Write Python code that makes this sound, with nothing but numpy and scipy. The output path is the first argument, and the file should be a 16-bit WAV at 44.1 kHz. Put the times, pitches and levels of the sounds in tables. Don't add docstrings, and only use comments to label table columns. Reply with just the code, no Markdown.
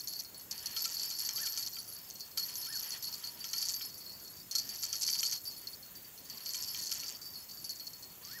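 import sys
import numpy as np
from scipy import signal
from scipy.fft import rfft, irfft, next_fast_len
from scipy.io import wavfile
from scipy.ndimage import uniform_filter1d, map_coordinates

SR = 44100
rng = np.random.default_rng(int(sys.argv[2]) if len(sys.argv) > 2 else 0)


def boost_factor(decibels):
    exponent = np.asarray(decibels, float) / 20
    return 10 ** exponent


def transcribe(signal):
    frames = np.atleast_2d(signal).T
    limited = np.clip(frames, -1, 1)
    pcm = np.round(limited * 32767).astype(np.int16)
    wavfile.write(sys.argv[1], SR, pcm)


N = 370440


def unit(x):
    return x / np.sqrt(np.mean(x ** 2) + 1e-20)


def along(points, hz):
    f, v = np.transpose(points)
    return np.interp(np.log(hz + 1), np.log(f + 1), v)


def curves(rows):
    s, *columns = np.transpose(rows)
    return [np.interp(np.arange(N) / SR, s, column) for column in columns]


def wobble(rate):
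    knots = rng.standard_normal(int(N * rate / SR) + 4)
    return map_coordinates(knots, [np.arange(N) * rate / SR])


def filtered(x, response):
    m = next_fast_len(N + SR // 2)
    return irfft(rfft(x, m) * response(np.fft.rfftfreq(m, 1 / SR)), m)[..., :N]


def resonances(modes):
    def response(f):
        total = 0
        for k, (hz, width, db) in enumerate(modes):
            damping = 1j * f * width
            total = total + (-1) ** k * boost_factor(db) * damping / (hz * hz - f * f + damping)
        return total
    return response


def peak(x, hz, width):
    return signal.lfilter(*signal.iirpeak(hz, hz / width, SR), x)


def impulses(s, gain):
    return np.bincount(np.clip(np.round(s * SR).astype(int), 0, N - 1), gain, N)


# hz, density_db
WATER_SPECTRUM = [(20, -28), (45, -9.5), (90, -2.5), (160, -2.5), (640, -10.5), (3200, -15.5), (4600, -14),
                  (16000, -55)]
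# hz, density_db
INSECT_SPECTRUM = [(3500, -45), (5600, -16), (6900, -8), (9900, -18), (13000, -6), (15200, -6.5),
                   (15800, -8)]


def river(patchy_db):
    z = signal.stft(rng.standard_normal(N), nperseg=512)[2]
    field = uniform_filter1d(rng.standard_normal(z.shape), size=6, axis=0)
    field = uniform_filter1d(field, size=12, axis=1)
    noise = signal.istft(z * boost_factor(patchy_db * unit(field)), nperseg=512)[1][:N]

    def colour(hz):
        return np.hypot(boost_factor(along(WATER_SPECTRUM, hz)), boost_factor(along(INSECT_SPECTRUM, hz)))
    return boost_factor(-54.5 + 2.5) * unit(filtered(noise, colour))


# hz, width_hz, level_db
WING_MODES = [(10500, 280, -7), (13500, 200, -4), (14400, 700, -4), (15000, 500, -3), (15500, 300, -4)]


def katydid():
    level_db, strokes_per_s, sharpness = -61, 18.1, 1.5
    turns = np.cumsum(strokes_per_s * (1 + 0.038 * wobble(2.6))) / SR
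    strokes = np.abs(np.sin(np.pi * turns)) ** (2 * sharpness) * boost_factor(1.7 * wobble(1.6))
    rasp = strokes * rng.standard_normal(N)
    return boost_factor(level_db) * unit(filtered(rasp, lambda hz: resonances(WING_MODES)(hz) ** 2))


# hz, t60_s
BANK_DECAY = [(800, 0.99), (4000, 0.061), (12000, 0.5)]


def bank(x):
    hz, t, z = signal.stft(rng.standard_normal(SR // 2), SR, nperseg=256)
    decay = boost_factor(-60 * t / along(BANK_DECAY, hz)[:, None])
    tail = signal.istft(z * decay, SR, nperseg=256)[1]
    return signal.fftconvolve(x, tail / np.linalg.norm(tail))[:N]


# start_s, pitch_hz, level_db
WHISTLES = [
    [(1.34, 981, -70), (1.39, 1450, -60), (1.415, 1756, -59), (1.432, 1817, -51.5), (1.47, 1285, -63)],
    [(2.675, 1350, -66), (2.69, 1557, -56), (2.71, 1790, -56), (2.735, 1830, -61), (2.76, 1546, -54),
     (2.775, 1370, -62)],
    [(3.05, 944, -72), (3.17, 1000, -79), (3.31, 960, -68), (3.42, 927, -77)],
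    [(8.21, 975, -74), (8.29, 1255, -69), (8.345, 1780, -57.5), (8.37, 1920, -53), (8.4, 1260, -67)],
]


def bird():
    out, t = np.zeros(N), np.arange(N) / SR
    for call in WHISTLES:
        hz, db = curves(call)
        hz = uniform_filter1d(hz, size=400)
        sounding = (t > call[0][0]) * (t < call[-1][0])
        level = boost_factor(db + 5 + 1.2 * wobble(40))
        out += sounding * level * np.sin(2 * np.pi * np.cumsum(hz) / SR)
    return out


# start_s, end_s, first_shaking_db, last_shaking_db, gear_whirr_db
WINDING_BOUTS = [(0.0, 0.218, -53, -54, -65.5), (0.343, .42, -60, -60, -62), (0.515, 0.781, -55, -48, -54),
                 (0.787, 1.668, -44, -46, -53), (1.726, 2.296, -52, -62, -65),
                 (2.374, 2.803, -49.5, -44.5, -55), (2.805, 2.974, -45.5, -49.5, -53),
                 (3.015, 3.42, -49, -55.5, -55.5), (3.448, 3.859, -50, -44.5, -56),
                 (3.901, 4.425, -55, -60, -79), (4.527, 5.34, -51, -41.5, -56),
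                 (5.45, 5.754, -52.5, -59.5, -64), (5.833, 6.29, -104, -56, -63),
                 (6.3, 6.55, -58, -47, -57), (6.554, 7.115, -44.5, -46.5, -53),
                 (7.211, 7.428, -56, -57, -75), (7.493, 8.122, -53.5, -62, -66),
                 (8.22, 8.384, -58, -49, -59)]


def winding():
    rise_s, stop_s, stop_db, settle_db_per_s = 0.03, 0.06, 14, 29.5
    shake, whirr = np.full(N, -77.0), np.full(N, -71.0)
    tail_db = -stop_db - 2 * settle_db_per_s
    for start, end, first_db, last_db, whirr_db in WINDING_BOUTS:
        s = [start - rise_s, start, end, end + stop_s, end + stop_s + 2]
        shaking = [-90, first_db, last_db, last_db - stop_db, last_db + tail_db]
        whirring = [-90, whirr_db, whirr_db, whirr_db - stop_db, whirr_db + tail_db]
        bout = curves(np.transpose([s, shaking, whirring]))
        shake, whirr = np.maximum(shake, bout[0]), np.maximum(whirr, bout[1])
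    return shake, whirr


# start_s, peak_db, spool_ring_db (relative to the peak)
HANDLE_KNOCKS = [(0.766, -30.5, -18.5), (0.8542, -32.5, -13), (1.1067, -41, -18), (1.29, -31.5, -25),
                 (1.38, -32.5, -20), (1.4712, -32.5, -23), (1.5745, -33.5, -20), (1.7678, -35.5, -20),
                 (2.375, -32, -17.5), (2.495, -38.5, -25), (2.665, -37, -16), (3.236, -43, -15),
                 (3.4428, -33.5, -24), (3.5363, -30, -21), (3.6262, -38, -21), (3.696, -38, -29),
                 (3.8103, -33.5, -27), (4.5505, -37, -12), (4.835, -33.5, -23), (4.9334, -35, -17),
                 (5.086, -28.5, -32.5), (5.153, -33, -26.5), (5.23, -25, -28), (5.3233, -38, -28),
                 (6.4626, -38.5, -25), (6.545, -32.5, -32), (6.747, -32.5, -36), (6.918, -32, -25),
                 (7.0318, -34, -24), (7.8079, -44.5, -20)]
# hz, width_hz, level_db
BODY_MODES = [(926, 46, -13), (1900, 210, -15), (2326, 36, -1), (3142, 90, 4)]
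# hz, t60_s
SPOOL_MODE = (1354, 0.071)


def knocks():
    rows = np.array(HANDLE_KNOCKS)
    s, peak_db, spool_db = rows.T
    again = 0.001945 + 0.00315 * rng.random(len(rows))
    luck_db = 3 * rng.uniform(-1, 1, (len(rows), len(BODY_MODES)))
    body = np.zeros(N)
    for k, (hz, width, db) in enumerate(BODY_MODES):
        mode_db = peak_db + db + luck_db[:, k]
        blows = impulses(s, boost_factor(mode_db + 27.5)) + impulses(s + again, boost_factor(mode_db + 21.5))
        body += (-1) ** k * peak(blows, hz, width)
    t = np.arange(SR // 5) / SR
    puff = np.abs(signal.fftconvolve(impulses(s, boost_factor(peak_db - 0.5)), boost_factor(-60 * t / 0.023))[:N])
    crack = puff * rng.standard_normal(N)
    for _ in range(2):
        crack = peak(crack, hz=3030, width=3500)
    spool_hz, spool_t60_s = SPOOL_MODE
    tone = np.sin(2 * np.pi * spool_hz * t) * boost_factor(-60 * t / spool_t60_s) * (1 - np.exp(-t / 0.0055))
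    spool = signal.fftconvolve(impulses(s, boost_factor(peak_db + spool_db + 7.5)), tone)[:N]
    return peak(body, hz=2500, width=11000) + crack + spool


# hz, width_hz, level_db
GEAR_MODES = [(960, 450, -5.5), (1350, 220, -2.5), (1830, 380, -2.5), (2396, 200, -1), (3066, 580, 0.5)]


def gears(whirr_db):
    mesh = rng.standard_normal(N) * boost_factor(2.45 * wobble(22))
    return unit(filtered(mesh, resonances(GEAR_MODES))) * boost_factor(whirr_db - 4.5)


# hz, pitch_wander (share), level_db (over the whirr)
BEARING_SQUEAKS = [(974, .07, -14), (1697, 0.044, -21), (1880, 0.034, -12)]


def bearing(whirr_db):
    squeak = np.zeros(N)
    for hz, wander, db in BEARING_SQUEAKS:
        pitch = hz * (1 + wander * wobble(4.6) + 0.0124 * wobble(90))
        level = boost_factor(db + 8.3 * np.tanh(wobble(11)))
        squeak += np.sin(2 * np.pi * np.cumsum(pitch) / SR) * level
    return squeak * boost_factor(whirr_db - 7.5)


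# start_s, tick_peak_db, low_bell_db, high_bell_db
FIRST_STRIKES = [(0.0035, -38, -39, -50), (0.0138, -41, -55, -55), (0.0741, -24.5, -40, -44),
                 (0.1116, -44, -44, -47), (0.1249, -54, -38, -43), (0.1595, -37, -42, -43),
                 (0.1915, -31, -43, -41), (0.1997, -30, -39.5, -49), (0.2108, -40, -55, -62),
                 (0.2467, -46, -50, -58), (0.3453, -39, -48, -54), (0.3976, -41, -54, -60),
                 (0.5113, -23.5, -46, -39.5), (0.5188, -37, -44, -50), (0.5544, -47, -54, -46),
                 (0.5796, -32, -44.5, -45), (0.6585, -33, -43, -41), (0.6586, -23, -37.5, -40),
                 (0.6724, -37, -47, -53), (0.7039, -43, -48, -47), (0.7231, -44, -44, -58),
                 (0.7636, -30, -37, -36), (0.7709, -26, -34, -42), (0.805, -27, -42, -36),
                 (0.8413, -27, -38, -33), (0.8477, -28, -33.5, -38), (0.861, -43, -50, -44),
                 (0.8842, -45, -54, -45), (0.922, -35, -44, -55), (0.9421, -37, -41, -39),
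                 (0.9691, -37, -36, -35.5), (0.9767, -39, -42, -46), (0.9959, -34, -38, -38),
                 (1.0124, -37, -44, -42), (1.0166, -33, -40, -36), (1.0325, -31, -41, -36),
                 (1.095, -32, -49, -36.5), (1.1131, -32, -38, -45), (1.1512, -35, -44, -38),
                 (1.1879, -24, -43, -40)]
SECOND_STRIKES = [(1.2013, -27, -37, -42), (1.25, -27, -40.5, -37), (1.29, -20, -39.5, -48),
                  (1.3603, -26, -43, -33), (1.387, -26, -43, -40), (1.4303, -29, -39, -41),
                  (1.4533, -31, -50, -39), (1.4663, -26, -34, -49), (1.5306, -31, -43, -40.5),
                  (1.5597, -36, -43, -42), (1.575, -20.5, -37.5, -47), (1.59, -38, -45, -36.5),
                  (1.6264, -34, -35, -42), (1.6394, -58, -46, -44), (1.6639, -23, -39.5, -39),
                  (1.6751, -29, -50, -54), (1.729, -37, -45, -46), (1.7565, -46, -57, -40.5),
                  (1.786, -34, -44, -41), (1.809, -40, -54, -52), (1.878, -41, -60, -48),
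                  (1.921, -54, -52, -51), (1.9588, -64, -51, -48), (2.0728, -68, -63, -51),
                  (2.1016, -29.5, -54, -56), (2.1567, -33, -51, -60), (2.1985, -41, -48, -46),
                  (2.2071, -28, -46, -47), (2.313, -47, -52.5, -63), (2.3768, -25, -40, -33.5),
                  (2.374, -26.5, -31, -38), (2.3952, -37, -34.5, -51), (2.428, -29, -35, -39),
                  (2.4485, -44, -56, -52), (2.4834, -47, -52, -41), (2.4924, -38, -41, -53),
                  (2.5284, -40, -47, -48), (2.5555, -24, -46, -48), (2.6266, -42, -39, -51),
                  (2.65, -33, -41, -43), (2.7242, -52, -43, -49), (2.7358, -53, -37.5, -43)]
THIRD_STRIKES = [(2.7556, -26, -34.5, -40), (2.804, -33, -52, -54), (2.827, -31, -52, -42),
                 (2.8765, -44, -49, -46), (2.9065, -22, -59, -43), (2.919, -43, -37, -45),
                 (2.95, -40, -45, -52), (3.0244, -33, -42, -44), (3.0433, -29, -38, -42),
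                 (3.0724, -37, -39, -42), (3.086, -40, -47, -49), (3.1263, -34, -39.5, -46),
                 (3.1403, -28, -38, -40), (3.1469, -42, -48, -47), (3.2397, -34, -38.5, -43),
                 (3.266, -38, -57, -58), (3.272, -43, -41, -41.5), (3.299, -59, -53, -59),
                 (3.372, -49, -52, -56), (3.405, -40, -51, -42), (3.4425, -25, -43.5, -50),
                 (3.49, -34, -48, -43), (3.5322, -21, -34.5, -42), (3.563, -29, -39, -38),
                 (3.5817, -22, -45, -36), (3.6163, -23, -44, -36), (3.6265, -26, -32.5, -42),
                 (3.6344, -44, -46, -39), (3.6533, -28, -39, -33), (3.6628, -52, -46, -44),
                 (3.6864, -17, -40, -38.5), (3.738, -25, -48, -36), (3.8152, -41, -38, -39),
                 (3.8288, -45, -43, -44), (3.896, -46, -50, -50), (3.9433, -41, -53, -48.5),
                 (4.0044, -54, -51, -46.5), (4.0618, -52, -43.5, -52), (4.0944, -55, -43, -54),
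                 (4.1278, -47, -53, -46), (4.1987, -41, -53, -52), (4.2488, -38, -48.5, -59),
                 (4.2757, -42, -47, -62), (4.3287, -48, -65, -53), (4.3643, -49, -59, -47),
                 (4.4, -45, -61, -46.5), (4.4215, -59, -71, -67)]
HARDEST_STRIKES = [(4.4756, -51, -63, -67), (4.512, -26.5, -39, -52), (4.5528, -16, -31, -35),
                   (4.5677, -47, -38, -50), (4.5834, -22, -35, -35), (4.6217, -34, -51, -44.5),
                   (4.6914, -28, -47, -38), (4.749, -41, -46, -44), (4.7653, -50, -61, -64),
                   (4.782, -37, -50, -45), (4.827, -25, -41, -42), (4.8345, -22, -37, -34.5),
                   (4.847, -49, -44, -45), (4.8853, -47, -48, -44), (4.9003, -38, -44, -43),
                   (4.9292, -17, -47, -39), (4.9556, -22, -42, -47), (5.0125, -23, -44, -46),
                   (5.0201, -24, -48, -35), (5.031, -27, -35.5, -44), (5.05, -31, -39, -48),
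                   (5.066, -20, -43, -35), (5.078, -22, -41, -33), (5.0995, -20, -43, -35),
                   (5.128, -26.5, -39, -31.5), (5.1428, -27, -38, -34), (5.188, -24, -53, -33.5),
                   (5.201, -28, -41.5, -48), (5.2315, -19.5, -39, -35), (5.2366, -39, -35, -50),
                   (5.2523, -47, -33, -33.5), (5.2673, -45, -49, -38), (5.2915, -47, -40, -46),
                   (5.314, -21, -42, -41), (5.3256, -22.5, -36.5, -38), (5.3406, -42, -41, -43),
                   (5.3578, -42, -38, -38), (5.3631, -32, -41, -50), (5.3896, -41, -53, -60)]
FIFTH_STRIKES = [(5.4533, -35, -53, -38.5), (5.473, -49, -58, -36), (5.507, -43, -45, -52),
                 (5.563, -52, -47, -51), (5.618, -41, -58, -49), (5.6707, -36, -39.5, -43),
                 (5.68, -39, -48, -58), (5.7305, -44, -46, -46), (5.749, -48, -65, -64),
                 (5.8265, -44, -49.5, -61), (5.9539, -39, -62, -49), (6.046, -46, -68, -51),
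                 (6.177, -39, -53, -62), (6.2535, -46, -62, -50.5), (6.2992, -30, -47, -43),
                 (6.3734, -36, -49, -40.5), (6.3835, -49, -62, -56), (6.4054, -39, -48.5, -47),
                 (6.4597, -27.5, -41.5, -40), (6.4918, -33, -45, -35), (6.5066, -28, -41, -51),
                 (6.5356, -24, -47, -42), (6.552, -39, -38, -44), (6.6028, -47, -48, -42),
                 (6.6251, -22.5, -48, -45), (6.665, -41, -53, -40), (6.6827, -38, -42, -37.5),
                 (6.7466, -28, -43, -52), (6.7893, -32, -38, -42), (6.799, -35, -50, -54),
                 (6.826, -27, -41, -40), (6.841, -33, -44, -50), (6.8667, -27, -40, -41),
                 (6.9125, -33, -35, -51), (6.9172, -20.5, -36, -37), (6.9283, -47, -50, -42),
                 (6.944, -37, -60, -61), (6.9648, -37, -50, -46), (6.9955, -29, -40.5, -52)]
LAST_STRIKES = [(7.0356, -30, -51, -39.5), (7.0823, -28, -46, -39), (7.092, -40, -55, -48),
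                (7.1491, -38, -57, -41), (7.1693, -35, -64, -59), (7.2156, -48, -57, -45),
                (7.2555, -42, -59, -41), (7.337, -43, -56, -44), (7.355, -53, -42, -47),
                (7.488, -43, -49, -52), (7.5111, -43, -55, -46), (7.572, -45, -54, -46),
                (7.6432, -32, -49, -39.5), (7.694, -26.5, -37.5, -41.5), (7.7352, -62, -49, -57),
                (7.7585, -37, -57, -49), (7.7968, -40, -42, -52), (7.8687, -33, -40, -56),
                (7.881, -57, -53, -62), (7.9328, -37, -48.5, -55), (8.026, -39, -46.5, -61),
                (8.097, -59, -55, -56), (8.2274, -46, -53, -51), (8.25, -34, -62, -44),
                (8.2732, -41, -51, -61), (8.3117, -42, -45.5, -48)]


def strikes():
    early = FIRST_STRIKES + SECOND_STRIKES + THIRD_STRIKES
    late = HARDEST_STRIKES + FIFTH_STRIKES + LAST_STRIKES
    return np.array(sorted(early + late))


def jolts(shake_db):
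    s, tick_db, _, _ = strikes().T
    t = np.arange(SR // 8) / SR
    fading = boost_factor(-800 * t) * (1 - np.exp(-t / 0.0029))
    after = np.abs(signal.fftconvolve(impulses(s, boost_factor(tick_db - 21.5)), fading)[:N])
    return after / boost_factor(shake_db)


# hz, width_hz, level_db
CLICK_MODES = [(5930, 1500, 4)]


def clicks(touched):
    s, tick_db, _, _ = strikes().T
    tick_db = tick_db - 0.5
    luck = rng.random((len(s), 2, 5))
    after = np.cumsum(0.0007 + 0.0054 * luck[:, 0], axis=1)
    bounce_db = tick_db[:, None] - 6 - 300 * after - 10 * luck[:, 1]
    bounces = impulses((s[:, None] + after).ravel(), boost_factor(bounce_db).ravel())
    blows = impulses(s, boost_factor(tick_db)) + bounces + touched
    return boost_factor(13) * filtered(blows, lambda hz: resonances(CLICK_MODES)(hz) ** 2)


# hz, level_db
TICK_SPECTRUM = [(1500, -16.5), (3500, -9), (4500, 12), (6000, -10), (7400, -6), (9300, -18), (12000, -12),
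                 (15500, -17)]
# hz, width_hz, level_db
WALL_MODES = [(5240, 480, -3), (5800, 370, -1.5), (6360, 450, -3.5), (7100, 750, -5)]


def hail(bells, jolt, shake_db):
    ticks_per_s, rest_share, full_db = 230, 0.085, -51
    power = np.abs(uniform_filter1d(bells ** 2, size=300)) + 1e-9
    surge = (power / uniform_filter1d(power, size=9000)) ** 0.013
    share = np.clip(boost_factor(shake_db - full_db), rest_share, 1)
    landed = (rng.random(N) < share * ticks_per_s / SR) / np.sqrt(share)
    pulses = landed * boost_factor(4.4 * rng.random(N) ** 2) * rng.choice([-1, 1], N)
    pulses = unit(unit(pulses) + 0.2 * share * rng.standard_normal(N))
    pulses = unit(pulses * boost_factor(2.6 * np.tanh(wobble(70))) * surge)
    pulses = pulses * (0.33 + jolt) * boost_factor(shake_db + 2.5)
    spot = rng.integers(len(WALL_MODES), size=N)
    rung = np.zeros(N)
    for k, (hz, width, db) in enumerate(WALL_MODES):
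        rung += peak(pulses * (spot == k), hz, width) * boost_factor(db + 20.5)

    def colour(hz):
        return boost_factor(along(TICK_SPECTRUM, hz))
    gain = 0.45 / np.std(filtered(rng.standard_normal(N), colour))
    return rung + gain * filtered(pulses, colour)


def touch_times(rate, shake_db):
    busy = rate * (0.75 + 1.7 * np.clip((shake_db + 60) / 15, 0, 1))
    steps = np.cumsum(0.25 + 0.75 * rng.exponential(size=1500))
    return np.interp(steps, np.cumsum(busy) / SR, np.arange(N) / SR, right=N)


def ring(struck_s, struck_db, shake_db, rest_db, slope, hz, db, fall_db, scatter_db, detune, rate):
    pivot_db, forget_db_per_s = -46.5, 208
    t = np.arange(N) / SR
    touches = np.sort(np.r_[0, struck_s, touch_times(rate, shake_db)])
    last = np.searchsorted(touches, t, "right") - 1
    age = t - touches[last]
    strong = np.searchsorted(struck_s, touches, "right") - 1
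    since = np.abs(touches - struck_s[strong])
    shaken_db = slope * (np.interp(touches, t, shake_db) - pivot_db) + pivot_db + rest_db
    luck = rng.standard_normal((len(touches), 3))
    chance_db = scatter_db * np.clip(luck[:, 0], -2.5, 1.2) * np.where(since > 0, 1, 0.34)
    memory_db = struck_db[strong] - forget_db_per_s * since
    start_db = np.maximum(memory_db, shaken_db - 30 * (since == 0)) + chance_db
    pitch = (hz * (1 + detune * luck[:, 1]))[last]
    level_db = start_db[last] + db - fall_db * age + 3.95 * np.tanh(wobble(230))
    level = boost_factor(level_db) * (1 - np.exp(-age / 0.00021))
    touched = impulses(touches, boost_factor(start_db + 14) * (since > 0) * (touches < N / SR))
    return np.array([level * np.sin(2 * np.pi * pitch * age + 9 * luck[last, 2]), touched])


def ringing(shake_db):
    s, _, low_db, high_db = strikes().T
    both_db = np.maximum(low_db, high_db)

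    def ring_at(struck_db, rest_db, **mode):
        return ring(s, struck_db - 2, shake_db, rest_db, **mode)
    low = ring_at(low_db, rest_db=-3.0, slope=0.9, hz=4353, db=2.5, fall_db=210,
                  scatter_db=2.0, detune=0.0039, rate=3.7)
    high = ring_at(high_db, rest_db=-2.5, slope=0.96, hz=4625, db=2.5, fall_db=221,
                   scatter_db=2.5, detune=0.0019, rate=3)
    side = sum(ring_at(both_db - 5.5, 1.3, slope=0.73, hz=hz, db=db, fall_db=150,
                       scatter_db=6, detune=0.004, rate=12) for hz, db in [(5200, -5.0), (5420, -9.5)])
    over = sum(ring_at(both_db - 6.0, 1.13, slope=0.51, hz=hz, db=-3.0, fall_db=357,
                       scatter_db=7.5, detune=0.0032, rate=15) for hz in (11250, 11410))
    top = sum(ring_at(both_db - 4.5, 1.8, slope=0.79, hz=hz, db=-4.5, fall_db=406,
                      scatter_db=9.0, detune=0.0025, rate=18) for hz in (12200, 12670))
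    dulling = boost_factor(-0.5 * (np.arange(N) - N / 2) / SR)
    bells, touched = low + high
    return bells, touched, side[0] + dulling * (over + top)[0]


def scene():
    shake_db, whirr_db = winding()
    bells, touched, overtones = ringing(shake_db)
    jolt = jolts(shake_db)
    overtones = overtones * (0.76 + 0.5 * np.tanh(jolt))
    bells = bells * (0.87 + 0.38 * np.tanh(jolt))
    jingle = bells + overtones + clicks(touched) + hail(bells, jolt, shake_db)
    reel = knocks() + gears(whirr_db) + bearing(whirr_db)
    near, far = jingle + reel, bird()
    echo = bank(boost_factor(-16) * near + boost_factor(-9.0) * far)
    mono = near + far + echo + river(patchy_db=1.5) + katydid()
    return np.array([mono, mono])


def low_pass(x):
    return signal.sosfilt(signal.butter(12, 15760, fs=SR, output="sos"), x)


def record(dry):
    top_hz = 15760
    mix = filtered(dry, lambda hz: hz < top_hz)
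    return low_pass(mix)


dry = scene()
out = record(dry)
transcribe(out)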